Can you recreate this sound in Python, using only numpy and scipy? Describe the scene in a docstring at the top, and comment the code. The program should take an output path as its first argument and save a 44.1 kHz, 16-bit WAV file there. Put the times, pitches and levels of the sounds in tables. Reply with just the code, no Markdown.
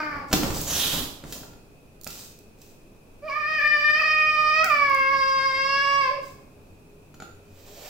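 """Two cats face off

On a wooden floor in a live room, close up, a hoarse yowl ends in a scuffle: bodies thump down,
claws scrape, one cat hisses air past its teeth, paws swipe. One long wail follows and cracks upward
halfway, then come a few light taps and a soft swelling hiss. Both cries are vocal folds sounding
through the throat and a moving mouth. Quiet room air and a faint motor hum lie underneath."""
import sys
import numpy as np
from scipy import signal
from scipy.fft import rfft, irfft, next_fast_len
from scipy.io import wavfile
from scipy.ndimage import uniform_filter1d

SR = 44100
rng = np.random.default_rng(int(sys.argv[2]) if len(sys.argv) > 2 else 0)


def transcribe(signal):
    """Save signal, clipped to [-1, 1], as a 16-bit WAV file at the path in sys.argv[1]."""
    frames = np.atleast_2d(signal).T
    limited = np.clip(frames, -1, 1)
    pcm = np.round(limited * 32767).astype(np.int16)
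    wavfile.write(sys.argv[1], SR, pcm)


N = 347949
TIME = np.arange(N) / SR

# the room's ring: freq_hz, t60_s
ROOM_DECAY = [(100, 0.51), (1200, 0.57), (5000, 0.6), (15000, 0.46)]
# echoes off floor and furniture: left_delay_s, right_delay_s, gain
ECHOES = [(.0013, 0.001602, 0.29), (.0041, 0.0071, 0.039)]
# how alike left and right are: freq_hz, correlation
STEREO_LIKENESS = [(180, 0.87), (400, 0.78), (900, 0.0061), (2000, 0)]
# tone of the room's air: freq_hz, gain_db
AIR_SPECTRUM = [(25, -0.5), (60, -9.5), (150, -7.5), (500, -12), (900, -21), (1900, -31.5), (15500, -37.5)]
# a motor's hum once it has come up: pitch_hz, level_db
HUM_LINES = [(92, -59.5), (151, -65), (410, -61.5)]

# shoves of weight on the boards: start_s, length_s, level_db
SHOVES = [(0, 0.27, -43), (.28, 0.37, -29.5), (.6, 0.37, -37), (.89, .19, -32), (1.05, 0.53, -46),
          (3, 4.2, -49)]
# strokes of fur and claws sliding on the boards: start_s, length_s, level_db
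SLIDES = [(.27, 0.4, -35.5), (.52, 0.15, -31.5), (1.23, 0.2, -41.5), (2.03, 0.3, -41.5), (2.56, 0.2, -54.5),
          (6.2, 0.15, -49.5)]
# bodies and paws landing: start_s, thud_db, knock_db, claw_db
LANDINGS = [(0.314, -65, -32.5, -52), (.328, -28, -14, -12.5), (.337, -12.5, -15, -35),
            (0.432, -19.5, -21.5, -28), (0.504, -29, -27, -38), (1.238, -34.5, -35, -53),
            (1.323, -49, -45, -27), (1.333, -45, -46, -47), (1.433, -58, -41, -49), (1.534, -48, -47, -68),
            (2.066, -45, -29.5, -40), (2.102, -69, -59, -33), (2.617, -70, -74, -46),
            (7.142, -51.5, -47.5, -50), (7.201, -52, -35.5, -56), (7.222, -54, -34, -48)]
# soft, heavy thumps of a body's weight: start_s, level_db
THUMPS = [(.503, -21), (1.276, -41.5), (1.495, -37.5)]
# sharp little snaps and claw ticks: start_s, level_db
SNAPS = [(.615, -21.5), (.781, -28), (2.013, -36.5), (2.035, -35), (2.044, -27.5), (2.074, -24.5),
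         (2.389, -43), (2.616, -44), (4.644, -18.5), (4.898, -37), (4.947, -32)]
# a thump's dull boom, the floor's low ring, one board's woody ring: freq_hz, gain_db, t60_s
THUMP_MODES = [(42.2, -6, .12), (110, 1, 0.11)]
FLOOR_MODES = [(232, -1, 0.13), (300, -4, 0.19)]
BOARD_MODES = [(375, -18, 0.015), (774, 0.5, 0.019), (1381, 0.5, 0.041), (4180, -22, 0.091),
               (6880, -7, 0.026)]
# tone of each kind of contact: freq_hz, gain_db
RUMBLE_SPECTRUM = [(25, -8.5), (250, -10), (1200, -22), (4000, -61)]
SCRAPE_SPECTRUM = [(200, -7), (2000, -8.5), (4900, -1), (8000, -1), (10000, -10), (15500, -0.5)]
THUD_SPECTRUM = [(30, -21), (170, -4.5), (235, 8), (450, -12.5), (900, -41), (3000, -48)]
KNOCK_SPECTRUM = [(100, 0.5), (500, 2.5), (1100, -4.5), (2000, -6.5), (4200, -10), (15000, -29)]
CLAW_SPECTRUM = [(500, -13), (4500, 1.5), (7000, 1.5), (9500, -10.5), (12500, 0)]
SNAP_SPECTRUM = [(2000, -30.5), (4500, -2), (7000, -1), (10000, -7.5), (12500, 0)]

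# envelopes of the soft hiss and the cat's hiss: time_s, level_db
SOFT_HISS_LEVEL = [(7.42, -69), (7.58, -53), (7.89, -39.5)]
HISS_LEVEL = [(.655, -40), (.678, -28), (.735, -26.5), (.77, -25.5), (.83, -23), (.9, -27.5), (.98, -27),
              (1.035, -39)]
# tone of the two hisses, the breath in a cry and the throat: freq_hz, gain_db
SOFT_HISS_SPECTRUM = [(200, -8), (580, 14), (900, 3), (1900, -2.5), (2500, 1.5), (7800, 1), (9500, -15),
                      (13000, 0.5)]
HISS_SPECTRUM = [(200, -5), (1400, -2.5), (2100, -6.5), (3300, 2), (4400, -1), (7000, -1.5), (9500, -6.5),
                 (12000, 0), (15500, -3)]
BREATH_SPECTRUM = [(300, -32), (1400, -4.5), (1950, -9), (2350, -4), (2800, -10), (3800, -14.5), (4800, -2),
                   (6300, -18.5), (9500, -31.5), (15000, -20.5)]
THROAT_SPECTRUM = [(280, -1.5), (600, -10), (850, 7), (1150, -2.5), (1750, -4.5), (2330, -2.5), (2820, -13),
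                   (3650, -17), (4000, -24), (4850, -7), (5500, -14.0), (6050, -27.5), (6500, -36),
                   (8000, -30.5), (8800, -48.5), (15000, -42)]

# force and vowel of each cry; both resonances sink as the mouth rounds to an "oo":
# time_s, effort_db, mouth_hz, upper_hz, brightness_db
YOWL_VOWELS = [(0, -23, 1400, 2160, 1), (.06, -32.5, 1330, 2100, -7), (.17, -33, 1280, 1970, -4),
               (0.251, -39.5, 880, 1760, -31)]
WAIL_VOWELS = [(3.27, -27, 1090, 2540, 1.5), (3.42, -30, 1490, 2050, -5.5), (3.54, -24.5, 1700, 2710, -3),
               (3.73, -23, 1800, 2680, 0.5), (3.94, -21, 1825, 2740, 1), (4.01, -21.5, 1670, 2560, -2.5),
               (4.1, -22, 1620, 2700, 0), (4.26, -22, 1520, 2480, -4.5), (4.44, -24, 1380, 2470, 3.5),
               (4.59, -20, 1550, 2480, 0), (4.73, -19.5, 1184, 2400, -0.5), (4.9, -20.5, 1176, 2200, -6.5),
               (5.11, -20, 1275, 2160, -7.5), (5.18, -21, 1065, 1960, 4.5), (5.48, -22, 1060, 1910, 7),
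               (5.72, -24, 1450, 2844, 4), (5.95, -21.5, 1300, 2600, 3.5), (6.09, -23, 920, 2440, 4)]
# the wail's slow melody: time_s, pitch_hz
WAIL_MELODY = [(3.21, 552), (3.26, 633.7), (3.43, 596.3), (3.5, 623.5), (3.78, 592.1), (4.05, 619.2),
               (4.52, 610.1), (4.61, 637.5), (4.76, 582.3), (4.95, 542.4), (5.57, 535.2), (5.78, 557.7),
               (5.99, 558), (6.11, 508.4)]
# the voice slips, turns raspy and settles back: peak_s, jump_hz, settle_s, added_roughness
WAIL_CRACKS = [(3.3, -82, 0.073, 0.31), (3.6, -37, .07, 0.32), (3.999, 16, 0.082, .62),
               (4.65, 154.5, 0.059, 0.35), (5.132, 9, .04, 0.17), (6.115, 55, 0.41, 0.6)]
# the wail reaches the two sides unevenly: freq_hz, right_minus_left_db
WAIL_BALANCE = [(600, 0.5), (1180, 4.5), (1750, -7.5), (2350, 2.5), (2750, 1), (3400, 3.5)]
CLEAR_ROUGHNESS = 0.045  # what is left in a clear, held voice, on a scale of 0-1


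def amp(db):
    return 10 ** (np.asarray(db) / 20)


def unit_rms(x):
    return x / np.sqrt(np.mean(x ** 2) + 1e-20)


def at_hz(points, hz):
    """A table's value at any frequency, on a log axis."""
    points_hz, values = np.transpose(points)
    return np.interp(np.log(hz + 1), np.log(points_hz + 1), values)


def follow(rows, t):
    """Each column of a curve table at the times t."""
    times, *columns = np.transpose(rows)
    return [np.interp(t, times, column) for column in columns]


def envelope(rows):
    """A gain curve that opens at its first row and cuts off 20 ms after its last."""
    return amp(follow(rows, TIME)[0]) * (TIME >= rows[0][0]) * (TIME <= rows[-1][0] + .02)


def arches(rows):
    """A gain curve in which each push swells and dies in one arch, peaking a little early."""
    gain = np.zeros(N)
    for start_s, length_s, db in rows:
        progress = np.clip((TIME - start_s) / length_s, 0, 1)
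        gain += amp(db) * abs(np.sin(np.pi * progress ** 0.86)) ** 1.1
    return gain


def colour(x, spectrum, size=4096):
    """Minimum-phase EQ of unit power gain."""
    log_gain = np.log(amp(at_hz(spectrum, abs(np.fft.fftfreq(size, 1 / SR)))))
    taps = np.fft.ifft(np.exp(np.conj(signal.hilbert(log_gain)))).real[:size // 2]
    return signal.oaconvolve(x, taps / np.linalg.norm(taps))[:len(x)]


def wander(t, rate_hz):
    """Smooth random modulation of unit size, rolling off around rate_hz."""
    size = next_fast_len(len(t))
    hz = np.fft.rfftfreq(size, 1 / SR)
    slow = rfft(rng.standard_normal(size)) / (1 + (hz / rate_hz) ** 2) ** 2
    return unit_rms(irfft(slow, size)[:len(t)])


def flutter_noise(spectrum, flutter_db, flutter_hz):
    """Coloured noise whose strength flutters."""
    noise = rng.standard_normal(N) * amp(flutter_db * wander(TIME, flutter_hz))
    return unit_rms(colour(noise, spectrum))


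def noise_band(hz, width_hz):
    """Noise held in one resonance, which may move."""
    turns = np.cumsum(hz * np.ones(N)) / SR
    return unit_rms(wander(TIME, width_hz) * np.cos(2 * np.pi * turns))


def strike(times, levels_db, spectrum, rise_s, decay_s):
    """Brief noise bursts of contact force, coloured by the surface."""
    out, t = np.zeros(N), TIME[:SR // 5]
    shape = (1 - np.exp(-t / rise_s)) * np.exp(-t / decay_s)
    shape_rms = np.sqrt(np.mean(shape ** 2)) / shape.max()
    for start_s, db in zip(times, levels_db):
        burst = unit_rms(colour(shape * rng.standard_normal(len(t)), spectrum))
        slot = out[round(start_s * SR):][:len(t)]
        slot += amp(db) * shape_rms * burst[:len(slot)]
    return out


def ring(times, levels_db, modes):
    """Each blow sets off the same dying modes."""
    t, kicks = TIME[:SR // 2], np.zeros(N)
    kicks[np.round(times * SR).astype(int)] = amp(levels_db)
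    response = sum(amp(db - 60 * t / t60) * np.sin(2 * np.pi * hz * t) for hz, db, t60 in modes)
    return signal.oaconvolve(kicks, response)[:N]


def narrow_bass(stereo):
    """Two unrelated channels become alike in the bass, as at two close points in a room."""
    left, right = rfft(stereo)
    size = stereo.shape[1]
    likeness = np.clip(at_hz(STEREO_LIKENESS, np.fft.rfftfreq(size, 1 / SR)), 0, 1)
    return irfft([left, likeness * left + np.sqrt(1 - likeness ** 2) * right], size)


def room(x, wet_db, right_db):
    """Direct sound, near echoes and a tail that dies band by band, panned right by right_db."""
    hz, t, bands = signal.stft(rng.standard_normal((2, SR)), SR, nperseg=256)
    decay = amp(-60 * t / at_hz(ROOM_DECAY, hz)[:, None])
    build_up = np.clip(t / 0.0053, 0, 1)
    tail = signal.istft(bands * decay * build_up, SR, nperseg=256)[1][:, :SR]
    response = amp(wet_db) * narrow_bass(tail / np.linalg.norm(tail[0]))
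    response[[0, 1], [1, 0]] += 1  # direct sound, one sample later on the left
    for left_s, right_s, gain in ECHOES:
        response[[0, 1], [round(left_s * SR), round(right_s * SR)]] += gain
    response /= np.linalg.norm(response[0])
    pan = amp([[-right_db / 2], [right_db / 2]])
    return signal.fftconvolve(x[None], response, axes=1)[:, :N] * pan


def room_air(air_db=-51.5, whine_db=-67, whine_hz=2520, whine_width_hz=130):
    """A bed of low room noise with a faint narrow band of whine."""
    low = narrow_bass(np.array([colour(rng.standard_normal(N), AIR_SPECTRUM) for _ in range(2)]))
    detuning = (np.fft.rfftfreq(N, 1 / SR) - whine_hz) / whine_width_hz
    whine = irfft(rfft(rng.standard_normal((2, N))) / (1 + detuning ** 2), N)
    return amp(air_db) * unit_rms(low) + amp(whine_db) * unit_rms(whine)


def motor_hum(waver=0.64):
    """Faint motor tones that waver in level and come up toward the end."""
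    tones = sum(amp(db) * (1 + waver * wander(TIME, 10)) * np.sqrt(2) * np.sin(2 * np.pi * hz * TIME)
                for hz, db in HUM_LINES)
    return tones * amp(np.interp(TIME, [5, 6], [-7, 0]))


def trampling():
    """Shoves of weight rumble the boards."""
    return arches(SHOVES) * flutter_noise(RUMBLE_SPECTRUM, flutter_db=3, flutter_hz=25)


def scrapes(catches_per_s=2500, spread_db=3):
    """Claws and fur catch and slip in many tiny grains."""
    grains = rng.standard_normal(N) * amp(spread_db * np.minimum(rng.exponential(1, N), 4))
    catches = rng.random(N) < catches_per_s / SR
    return arches(SLIDES) * unit_rms(colour(grains * catches, SCRAPE_SPECTRUM))


def landings():
    """Each landing booms the floor, knocks a board and clicks the claws."""
    times, thud_db, knock_db, claw_db = np.transpose(LANDINGS)
    thuds = strike(times, thud_db - 7, THUD_SPECTRUM, rise_s=0.002, decay_s=0.011)
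    floor = ring(times, thud_db, FLOOR_MODES)
    knocks = strike(times, knock_db, KNOCK_SPECTRUM, rise_s=0.002, decay_s=0.0024)
    # a paw that lands with weight mutes the board; a light tap lets it ring
    muting_db = np.clip(1.7 * (thud_db + 50), 0, 10)
    board = ring(times, knock_db + 1 - muting_db, BOARD_MODES)
    claws = strike(times, claw_db, CLAW_SPECTRUM, rise_s=0.0012, decay_s=0.0074)
    return thuds + floor + knocks + board + claws


def body_thumps():
    """A body's weight comes down with a soft, dull boom."""
    return ring(*np.transpose(THUMPS), THUMP_MODES)


def claw_snaps():
    """Very short contacts give bright snaps and ticks."""
    return strike(*np.transpose(SNAPS), SNAP_SPECTRUM, rise_s=.0003, decay_s=.0012)


def soft_hiss():
    """A soft rush of noise swells at the end."""
    return envelope(SOFT_HISS_LEVEL) * flutter_noise(SOFT_HISS_SPECTRUM, flutter_db=1.5, flutter_hz=38.3)


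def cat_hiss(gape_s=.16, teeth_db=-2, mouth_db=-3):
    """Air spits past the teeth in a high, falling band; as the jaw gapes, a hard push rings the mouth."""
    gain = envelope(HISS_LEVEL)
    gape = np.clip((TIME - HISS_LEVEL[0][0]) / gape_s, 0, 1)
    teeth = noise_band(hz=6850 - 1597 * gape, width_hz=1200) * (1 - gape ** 2)
    mouth = noise_band(hz=3455, width_hz=950) * gape * gain / gain.max()
    turbulence = flutter_noise(HISS_SPECTRUM, flutter_db=2.5, flutter_hz=70)
    return gain * (turbulence + amp(teeth_db) * teeth + amp(mouth_db) * mouth)


def cat_voice(t, pitch_hz, roughness, effort_db, mouth_hz, upper_hz, brightness_db, *,
              subharmonic_db, breath_db, jitter, mouth_db, upper_db, chest_db):
    """Vocal folds sound through the throat and two mouth resonances that move with jaw and tongue."""
    # strained folds lose their steady beat; even a held pitch wavers a little
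    pitch_hz = pitch_hz * (1 + jitter * roughness * wander(t, 179.5) + .0035 * wander(t, 32))
    turns = np.cumsum(pitch_hz) / SR
    lips_shut = np.clip(1 - mouth_hz / 1050, 0, 1)
    voice = np.zeros(len(t))
    for harmonic in np.arange(1, 54) / 2:
        hz = harmonic * pitch_hz
        db = at_hz(THROAT_SPECTRUM, hz) + chest_db * (harmonic <= 1)
        db += mouth_db / (1 + ((hz - mouth_hz) / 300) ** 2)
        db += upper_db / (1 + ((hz - upper_hz) / 380) ** 2)
        db += brightness_db * np.clip((hz - 2600) / 1200, 0, 1)  # pressing harder lifts the top
        if harmonic in range(2, 10):  # in a rasp the strong overtones flutter, each in its own way
            db += 11 * (roughness - CLEAR_ROUGHNESS) * wander(t, 60)
        db -= 24 * lips_shut * np.log2(max(harmonic, 1))  # closing lips muffle the overtones
        # alternating strong and weak beats put partials halfway between the harmonics
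        weight = amp(subharmonic_db) * roughness if harmonic % 1 else 1
        voice += weight * amp(db) * np.cos(2 * np.pi * harmonic * turns)
    voice /= np.sqrt(uniform_filter1d(voice ** 2, size=800))  # even out the level across vowels
    opening = 1 + np.cos(2 * np.pi * turns)  # air escapes in a puff each time the folds part
    puffs = unit_rms(colour(rng.standard_normal(len(t)) * opening, BREATH_SPECTRUM))
    shimmer = 1 + 0.35 * roughness * wander(t, 120)
    cry = voice * shimmer + amp(breath_db) * (0.44 + roughness) * puffs
    out = np.zeros(N)
    out[np.round(t * SR).astype(int)] = amp(effort_db) * cry * signal.windows.tukey(len(t), .01)
    return out


def hoarse_yowl(start_hz=618.5, sag_hz_per_s=305, roughness=0.55):
    """The end of a rough cry: the pitch sags while the mouth closes."""
    t = TIME[TIME <= YOWL_VOWELS[-1][0]]
    return cat_voice(t, start_hz - sag_hz_per_s * t, roughness, *follow(YOWL_VOWELS, t),
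                     subharmonic_db=2, breath_db=-18, jitter=0.036,
                     mouth_db=23.5, upper_db=12, chest_db=11)


def long_wail(start_s=3.216, jaw_open_s=3.3, jaw_shut_s=6.125, end_s=6.205):
    """A held cry starts behind closed lips, opens, cracks now and then, and shuts to a short hum."""
    jaw_move_s, fade_in_s, slip_s, clearing_s = 0.039, 0.036, .026, 0.85
    shut_mouth_hz, shut_db, thinning_db_per_hz = 670, -8.5, 0.08
    t = TIME[(TIME >= start_s) & (TIME <= end_s)]
    pitch_hz, = follow(WAIL_MELODY, t)
    effort_db, mouth_hz, upper_hz, brightness_db = follow(WAIL_VOWELS, t)
    roughness = CLEAR_ROUGHNESS + .25 * np.exp(-(t - start_s) / clearing_s)  # husky at first
    for peak_s, jump_hz, settle_s, added_roughness in WAIL_CRACKS:
        slip = np.interp(t, [peak_s - slip_s, peak_s, peak_s + settle_s], [0, 1, 0])
        pitch_hz += jump_hz * slip
        roughness += added_roughness * slip
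        effort_db -= thinning_db_per_hz * max(jump_hz, 0) * slip  # an upward crack thins the voice
    jaw = np.interp(t, [jaw_open_s - jaw_move_s, jaw_open_s, jaw_shut_s - jaw_move_s, jaw_shut_s],
                    [0, 1, 1, 0])
    onset = np.clip((t - start_s) / fade_in_s, 0, 1)
    effort_db += shut_db * (1 - jaw) + shut_db * (1 - onset)
    mouth_hz = shut_mouth_hz + jaw * (mouth_hz - shut_mouth_hz)
    return cat_voice(t, pitch_hz, roughness, effort_db, mouth_hz, upper_hz, brightness_db,
                     subharmonic_db=-38.5, breath_db=-20.5, jitter=0.026,
                     mouth_db=14, upper_db=11, chest_db=1)


def pan_wail(stereo):
    """Each band of the wail leans to one side."""
    right_db = at_hz(WAIL_BALANCE, np.fft.rfftfreq(N, 1 / SR))
    return irfft(rfft(stereo) * amp([-right_db / 2, right_db / 2]), N)


def scene():
    """Cries, hisses and scuffling, each sent through the room, over its quiet air and hum."""
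    wail = long_wail()
    yowl = hoarse_yowl()
    hisses = cat_hiss() + soft_hiss()
    scuffle = scrapes() + trampling()
    impacts = landings() + body_thumps()
    snaps = claw_snaps()
    return (pan_wail(room(wail, wet_db=-0.5, right_db=0)) * amp(1)
            + room(yowl, wet_db=1, right_db=0.5)
            + room(hisses, wet_db=1.5, right_db=3)
            + room(scuffle, wet_db=2.5, right_db=1.1)
            + room(impacts, wet_db=1, right_db=1.5)
            + room(snaps, wet_db=-2.5, right_db=10)
            + room_air() + motor_hum())


def record(dry, cutoff_hz=15850):
    """A steep low-pass trims the very top of the mix."""
    lowpass = signal.firwin(511, cutoff_hz, window=("kaiser", 9), fs=SR)
    return signal.oaconvolve(dry, lowpass[None], "same")


dry = scene()
out = record(dry)
transcribe(out)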